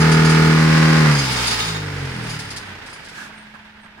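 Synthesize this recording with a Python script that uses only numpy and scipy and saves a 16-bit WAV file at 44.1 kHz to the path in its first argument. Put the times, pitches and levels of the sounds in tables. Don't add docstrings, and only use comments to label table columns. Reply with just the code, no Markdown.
import sys
import numpy as np
from scipy import signal
from scipy.fft import rfft, irfft
from scipy.io import wavfile

SR = 44100
rng = np.random.default_rng(int(sys.argv[2]) if len(sys.argv) > 2 else 0)


def wav_record(signal):
    frames = np.transpose(np.atleast_2d(signal))
    bounded = np.clip(frames, -1, 1)
    quanta = np.round(bounded * 32767).astype(np.int16)
    wavfile.write(sys.argv[1], SR, quanta)


N = 176400
T = np.arange(N) / SR


def from_db(db):
    return 10 ** (np.asarray(db) / 20)


def rms_one(x):
    return x / np.sqrt(np.mean(x ** 2) + 1e-20)


def in_time(rows):
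    return np.interp(T, *np.transpose(rows))


def at_hz(rows, hz):
    row_hz, values = np.transpose(rows)
    return np.interp(np.log(hz + 1e-9), np.log(row_hz), values)


def ramp(middle_s, length_s):
    return np.clip(.5 + (T - middle_s) / length_s, 0, 1)


def swell(start_s, length_s):
    return np.sin(np.pi * np.clip((T - start_s) / length_s, 0, 1))


def drift(rate_hz):
    hz = np.fft.rfftfreq(N, 1 / SR)
    return rms_one(irfft(rfft(rng.standard_normal(N)) / (1 + (hz / rate_hz) ** 2) ** 2, N))


# frequency in Hz, side against mid in dB.
WIDTH = [(60, -95), (190, -12.5), (380, -6.5), (700, 0), (1290, -5.5), (2380, 1.5), (8000, -0.5)]
# frequency in Hz, left against right in dB.
BALANCE = [(400, -3), (700, 0.5), (1290, -4), (2380, -4), (4400, 0.5), (8120, 5), (14000, 3)]
LEFT_RIGHT = np.array([[1], [-1]])


def noise(colour, size=N, t60=np.inf):
    hz = np.fft.rfftfreq(size, 1 / SR)
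    white = rng.standard_normal((2, size)) * from_db(-60 * T[:size] / t60)
    mid, side = np.exp(1j * np.angle(rfft(white)))
    pair = mid + LEFT_RIGHT * from_db(at_hz(WIDTH, hz)) * side
    pair *= from_db(LEFT_RIGHT * at_hz(BALANCE, hz) / 2)
    low_cut = 1 / np.sqrt(1 + (.8 * colour[0][0] / (hz + 1)) ** 8)
    return rms_one(irfft(pair * from_db(at_hz(colour, hz)) * low_cut, size))


def body(clicks, colour, t60, size=4096, onset=48):
    ring = np.roll(noise(colour, 2 * size, t60), onset, axis=1)[:, :size]
    ring *= np.sin(np.pi / 2 * np.minimum(np.arange(size) / onset, 1)) ** 2
    return signal.fftconvolve(clicks[None], ring / np.sqrt(np.sum(ring ** 2) / 2), axes=1)[:, :N]


def click_train(times, sizes):
    out = np.zeros(N)
    inside = (times >= 0) & (times < T[-1])
    np.add.at(out, (times[inside] * SR).astype(int), sizes[inside])
    return out


def chatter(blows, length_s, count=14):
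    starts, db = np.transpose(blows)
    draw = rng.random((len(starts), 2, count))
    late = (np.arange(count) + draw[:, 0] * (np.arange(count) > 0)) / count
    signs = np.sign(draw[:, 1] - .5)
    sizes = from_db(db)[:, None] * (1 - late / 2) * signs * np.sqrt(2 * length_s * SR / count)
    return click_train((starts[:, None] + length_s * late).ravel(), sizes.ravel())


# time in seconds, level in dB.
PLANT_LEVEL = [(0, -26.5), (1.5, -33), (2.3, -35.5), (2.7, -37), (3.1, -41), (3.3, -41), (3.55, -44.5),
               (4, -46.5)]
# frequency in Hz, relative level in dB.
PLANT_SPECTRUM = [(40, -1), (200, 0.5), (330, -11.5), (520, -13), (650, -4), (740, -7), (880, 0),
                  (1100, -7), (1600, 2), (2100, -3.5), (3500, -10.5), (6800, -30.5), (15500, -41)]


def plant_din(flutter_db=1.37):
    return from_db(in_time(PLANT_LEVEL) + flutter_db * drift(rate_hz=59)) * noise(PLANT_SPECTRUM)


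# time in seconds, level in dB.
RUMBLE_LEVEL = [(0, -30), (1.2, -32.5), (1.6, -40.5), (2.3, -43.5), (2.8, -49), (3.2, -51), (3.5, -59.5),
                (4, -59)]
# frequency in Hz, relative level in dB.
RUMBLE_SPECTRUM = [(25, -15), (50, -4.5), (130, 0), (260, 0), (450, -3.5), (2000, -44)]


def frame_rumble(lumps_db=1.0):
    return from_db(in_time(RUMBLE_LEVEL) + lumps_db * drift(rate_hz=15)) * noise(RUMBLE_SPECTRUM)


# frequency in Hz, relative level in dB.
VALVE_SPECTRUM = [(1500, 5), (4000, 2.5), (6500, -0.5), (10000, -6), (15000, -22)]


def hydraulics(valve_db=-41.5, pump_db=-50.5, pump_hz=213):
    hiss = from_db(valve_db) * swell(start_s=3.11, length_s=.2) * noise(VALVE_SPECTRUM)
    hum = np.sqrt(2) * from_db(pump_db + drift(rate_hz=6.1)) * np.sin(2 * np.pi * pump_hz * T)
    return hiss + hum * ramp(middle_s=3.1815, length_s=.023)


# start in seconds, level in dB.
LIFT_KNOCKS = [(3.174, -39), (3.205, -39), (3.246, -41), (3.293, -41), (3.395, -51), (3.538, -39),
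               (3.644, -47), (3.765, -49), (3.845, -44.5), (3.973, -42)]
# frequency in Hz, relative level in dB.
KNOCK_SPECTRUM = [(200, -4), (500, -18), (900, -5), (1150, -5), (1600, -2), (2100, -16), (4000, -27),
                  (8000, -38), (15000, -46)]


def lift_knocks():
    return body(chatter(LIFT_KNOCKS, length_s=.02), KNOCK_SPECTRUM, t60=.11)


# start and length in seconds, pitch and width in Hz, level in dB.
SQUEALS = [(1.85, 0.93, 8870, 95, -54), (2.846, 0.16, 8400, 650, -56), (3.126, 0.16, 1615, 260, -35),
           (3.33, 0.13, 8770, 600, -57.5), (3.8, .08, 8600, 700, -62)]


def squeals():
    out = 0
    for start, length, hz, width, db in SQUEALS:
        band_hz = hz + width * np.array([-2, -.5, 0, .5, 2])
        band_db = [-60, -8, 0, -8, -60]
        out += from_db(db) * swell(start, length) * noise(np.c_[band_hz, band_db])
    return out


CLANK_S = .022


def ringing(modes, blows, gain_db=-3, spread_db=2, after_db=-8.5):
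    out = np.zeros((2, N))
    starts, blow_db = np.transpose(blows)
    for hz, db, t60 in modes:
        decay, angle = from_db(-60 / (t60 * SR)), 2 * np.pi * hz / SR
        resonator = [0, np.sin(angle)], [1, -2 * decay * np.cos(angle), decay ** 2]
        for channel, sign in enumerate((1, -1)):
            weak, late = rng.standard_normal((len(starts), 2)).T
            first = click_train(starts + np.abs(late) / hz, from_db(blow_db - spread_db * weak))
            after = from_db(after_db) * chatter(blows, CLANK_S) / np.sqrt(2 * CLANK_S * SR)
            gain = from_db(db + gain_db + sign * at_hz(BALANCE, hz) / 2)
            out[channel] += gain * signal.lfilter(*resonator, first + after + 1e-18)
    return out


# start in seconds, crash level in dB, relative ring level in dB.
FITTING_HITS = [(0.003, -45, -29.5), (.115, -28.5, -28), (0.249, -32, -28), (.295, -27, -28),
                (.43, -41, -40), (1.115, -44, -31), (1.15, -40, -30), (1.186, -35, -24.5),
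                (1.32, -26.5, -34), (1.362, -48, -39), (1.47, -26.5, -27), (1.51, -34, -25.5),
                (1.65, -44, -32), (2.295, -40, -34), (2.3885, -33, -46), (2.504, -35, -37.5),
                (2.5617, -32, -43), (2.8593, -42.5, -61), (2.895, -45, -68), (2.9306, -45, -45),
                (3.0448, -43, -62), (3.0834, -43, -63)]
# frequency in Hz, relative level in dB.
CRASH_SPECTRUM = [(800, 3), (2500, 2.5), (5000, 9.5), (7000, -1), (9500, 2.5), (12500, -16), (15500, -23)]
# frequency in Hz, relative level in dB, t60 in seconds.
FITTING_MODES = [(4550, -1.5, .15), (4900, 2, 0.23), (4924, 1.5, 0.37), (6400, -6, 0.27), (6702, -1, 0.24),
                 (9420, -2, 0.19), (9860, -8.5, 0.35)]


def fitting_clanks():
    starts, crash_db, ring_db = np.transpose(FITTING_HITS)
    crash = body(chatter(np.c_[starts, crash_db], CLANK_S), CRASH_SPECTRUM, t60=.046)
    return crash + ringing(FITTING_MODES, np.c_[starts, ring_db])


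# start in seconds, relative level in dB.
GUIDE_HITS = [(1.265, -31), (1.365, -27.5), (1.478, -26.5), (1.515, -22), (1.603, -24), (1.68, -32.5),
              (1.748, -31)]
# frequency in Hz, relative level in dB, t60 in seconds.
MOULD_MODES = [(872, 3, .5), (1265, -1, .35), (3693, 5, .3), (4317, -5, .17), (6702, -4, .25)]


def mould_clanks():
    return ringing(MOULD_MODES, GUIDE_HITS)


# time in seconds, level in dB.
RATTLE_LEVEL = [(0, -30), (.32, -28.5), (.45, -28.5), (1.05, -30), (1.2, -24.5), (1.4, -21.5),
                (1.65, -23.5), (1.82, -39), (2.2, -38.5), (2.31, -32.5), (2.37, -36.5), (2.6, -41.5),
                (2.75, -51.5), (3.2, -46), (3.35, -54.5), (4, -64)]
# frequency in Hz, relative level in dB.
RATTLE_SPECTRUM = [(250, -2), (440, -40), (620, -13), (870, 1), (2400, 0), (4400, -2.5), (4900, 2),
                   (5700, -5.5), (7500, -11), (9800, -13), (12500, -23.5), (15500, -24)]


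def rattle(turns, parts=3, hits_per_s=900, spread_db=.5):
    out = 0
    shake = 1 + .13 * np.cos(2 * np.pi * turns)
    for _ in range(parts):
        hits = rng.random(N) < hits_per_s / parts / SR
        sizes = from_db(-spread_db * np.minimum(rng.exponential(1, N), 3)) * rng.choice([-1, 1], N)
        clicks = rms_one(hits * sizes * shake) * from_db(in_time(RATTLE_LEVEL))
        out += body(clicks, RATTLE_SPECTRUM, t60=.13)
    return out / np.sqrt(parts)


# time in seconds, speed in turns per second.
SHAFT_SPEED = [(0, 79.1), (.97, 79.1), (1.04, 76.9), (1.15, 72.0), (1.29, 64.7), (1.38, 61.6), (2.01, 46.2),
               (2.21, 40.5), (2.53, 34.0), (2.8, 29.6), (4, 12)]


def shaft(slam_s=.776):
    speed = in_time(SHAFT_SPEED)
    turns = np.cumsum(speed) / SR
    coasting = np.clip(2 * (1 - speed / speed[0]), 0, 1)
    return speed, turns - np.interp(slam_s, T, turns), coasting


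# time in seconds, level in dB.
DRONE_LEVELS = [
    [(0, -29.5), (1.25, -35), (2.1, -44), (2.7, -55), (3.1, -67)],
    [(0, -13), (1.11, -13.5), (1.25, -25.5), (1.52, -36), (1.75, -32.5), (2.02, -32), (2.22, -44),
     (2.5, -61), (3, -86)],
    [(0, -24), (1.08, -22.5), (1.28, -37), (1.58, -42.5), (1.7, -30.5), (2, -30), (2.36, -36),
     (2.55, -42.5), (2.75, -45.5), (3, -81)],
    [(0, -31), (.9, -24), (1.25, -34.5), (1.65, -44), (2.05, -49), (2.2, -37), (2.36, -32.5), (2.55, -51),
     (3, -79)],
    [(0, -30), (1.06, -26), (1.17, -42), (2.03, -51.5), (2.17, -36), (2.36, -41), (2.6, -60), (3, -67)],
]
# time in seconds, level in dB before the frame's response.
BUZZ_LEVEL = [(0, -63), (1.15, -35.5), (1.5, -39.5), (2.25, -44), (2.6, -56), (3.1, -79)]
# frequency in Hz, gain in dB.
FRAME_RESPONSE = [(240, -4), (290, 1.5), (340, -14.5), (440, 0), (520, -13), (800, -17)]
# multiple of the speed, dB against the hammering on loose, on packed mix.
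BOUNCE_TONES = [(2.5, -14, -22), (3.5, -16, -19), (4.5, -19, -44), (5.5, -14.5, -17.5), (11, -14, -26),
                (13, -20, -17), (16, -24, -11.5), (18, -16, -18), (18.5, -16.5, -18.5)]


def drone(speed, turns, coasting, packed):
    waver_db = .24 + 1.1 * coasting
    levels_db = [in_time(rows) for rows in DRONE_LEVELS]
    levels_db += [in_time(BUZZ_LEVEL) + at_hz(FRAME_RESPONSE, k * speed) for k in range(6, 13)]
    tones = [(k, from_db(db + waver_db * drift(rate_hz=30))) for k, db in enumerate(levels_db, 1)]
    bounce = from_db(in_time(HAMMER_FORCE)) * (1 - ramp(middle_s=1.2, length_s=.2))
    for multiple, loose_db, packed_db in BOUNCE_TONES:
        tones.append((multiple, bounce * ((1 - packed) * from_db(loose_db) + packed * from_db(packed_db))))
    out = 0
    for multiple, level in tones:
        stereo_phase = np.arctan(from_db(at_hz(WIDTH, multiple * speed))) * LEFT_RIGHT
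        lag = 2 * np.pi * rng.random() * (multiple > len(DRONE_LEVELS))
        out += np.sqrt(2) * level * np.sin(2 * np.pi * multiple * turns + stereo_phase - lag)
    return out


# time in seconds, relative force in dB.
HAMMER_FORCE = [(0, -19.5), (.65, -19.5), (.8, -18.5), (1.1, -18), (1.22, -28.5), (1.62, -34.5),
                (1.8, -34.5), (2.2, -35.5), (2.6, -42), (3, -43), (4, -75)]
# frequency in Hz, relative level in dB.
HAMMER_SPECTRUM = [(300, -13.5), (440, 6), (600, -7), (870, -0.5), (1400, 1), (2000, 0), (2600, -7.5),
                   (3400, -14), (4900, -10), (6200, -18.5), (9500, -25.5), (13000, -37)]


def hammering(speed, turns, coasting, share, lesser=6, slam_db=3, rebound_db=1, uneven_db=1.63):
    offsets = np.r_[0, 1, 2 * (np.arange(lesser) + rng.random(lesser)) / lesser]
    forces = from_db(np.r_[slam_db, rebound_db, np.zeros(lesser)])
    cycles = 2 * np.arange(-40, 80)
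    level = from_db(in_time(HAMMER_FORCE) - .5) * np.sqrt(share * 2 * SR / speed / np.sum(forces ** 2))
    jitter_s = .00003 + .0009 * coasting
    out = 0
    for offset, force in zip(offsets, forces):
        late, strong = rng.standard_normal((2, len(cycles)))
        times = np.interp(cycles + offset, turns, T, left=-1, right=-1)
        times += np.interp(times, T, jitter_s) * late
        clicks = level * click_train(times, force * from_db(uneven_db * strong))
        out += body(clicks, HAMMER_SPECTRUM, t60=.054)
    return out


def scene():
    speed, turns, coasting = shaft()
    packed = ramp(middle_s=.56, length_s=.12)
    on_loose = hammering(speed, turns, coasting, share=1 - packed)
    on_packed = hammering(speed, turns, coasting, share=packed)
    shaking = on_loose + on_packed + drone(speed, turns, coasting, packed) + rattle(turns)
    steel = fitting_clanks() + mould_clanks() + squeals()
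    return shaking + steel + hydraulics() + lift_knocks() + plant_din() + frame_rumble()


def record(dry, cutoff_hz=15800):
    rounded = dry / (1 + dry ** 8) ** (1 / 8)
    return signal.sosfilt(signal.ellip(10, .1, 80, cutoff_hz, fs=SR, output="sos"), rounded)


dry = scene()
out = record(dry)
wav_record(out)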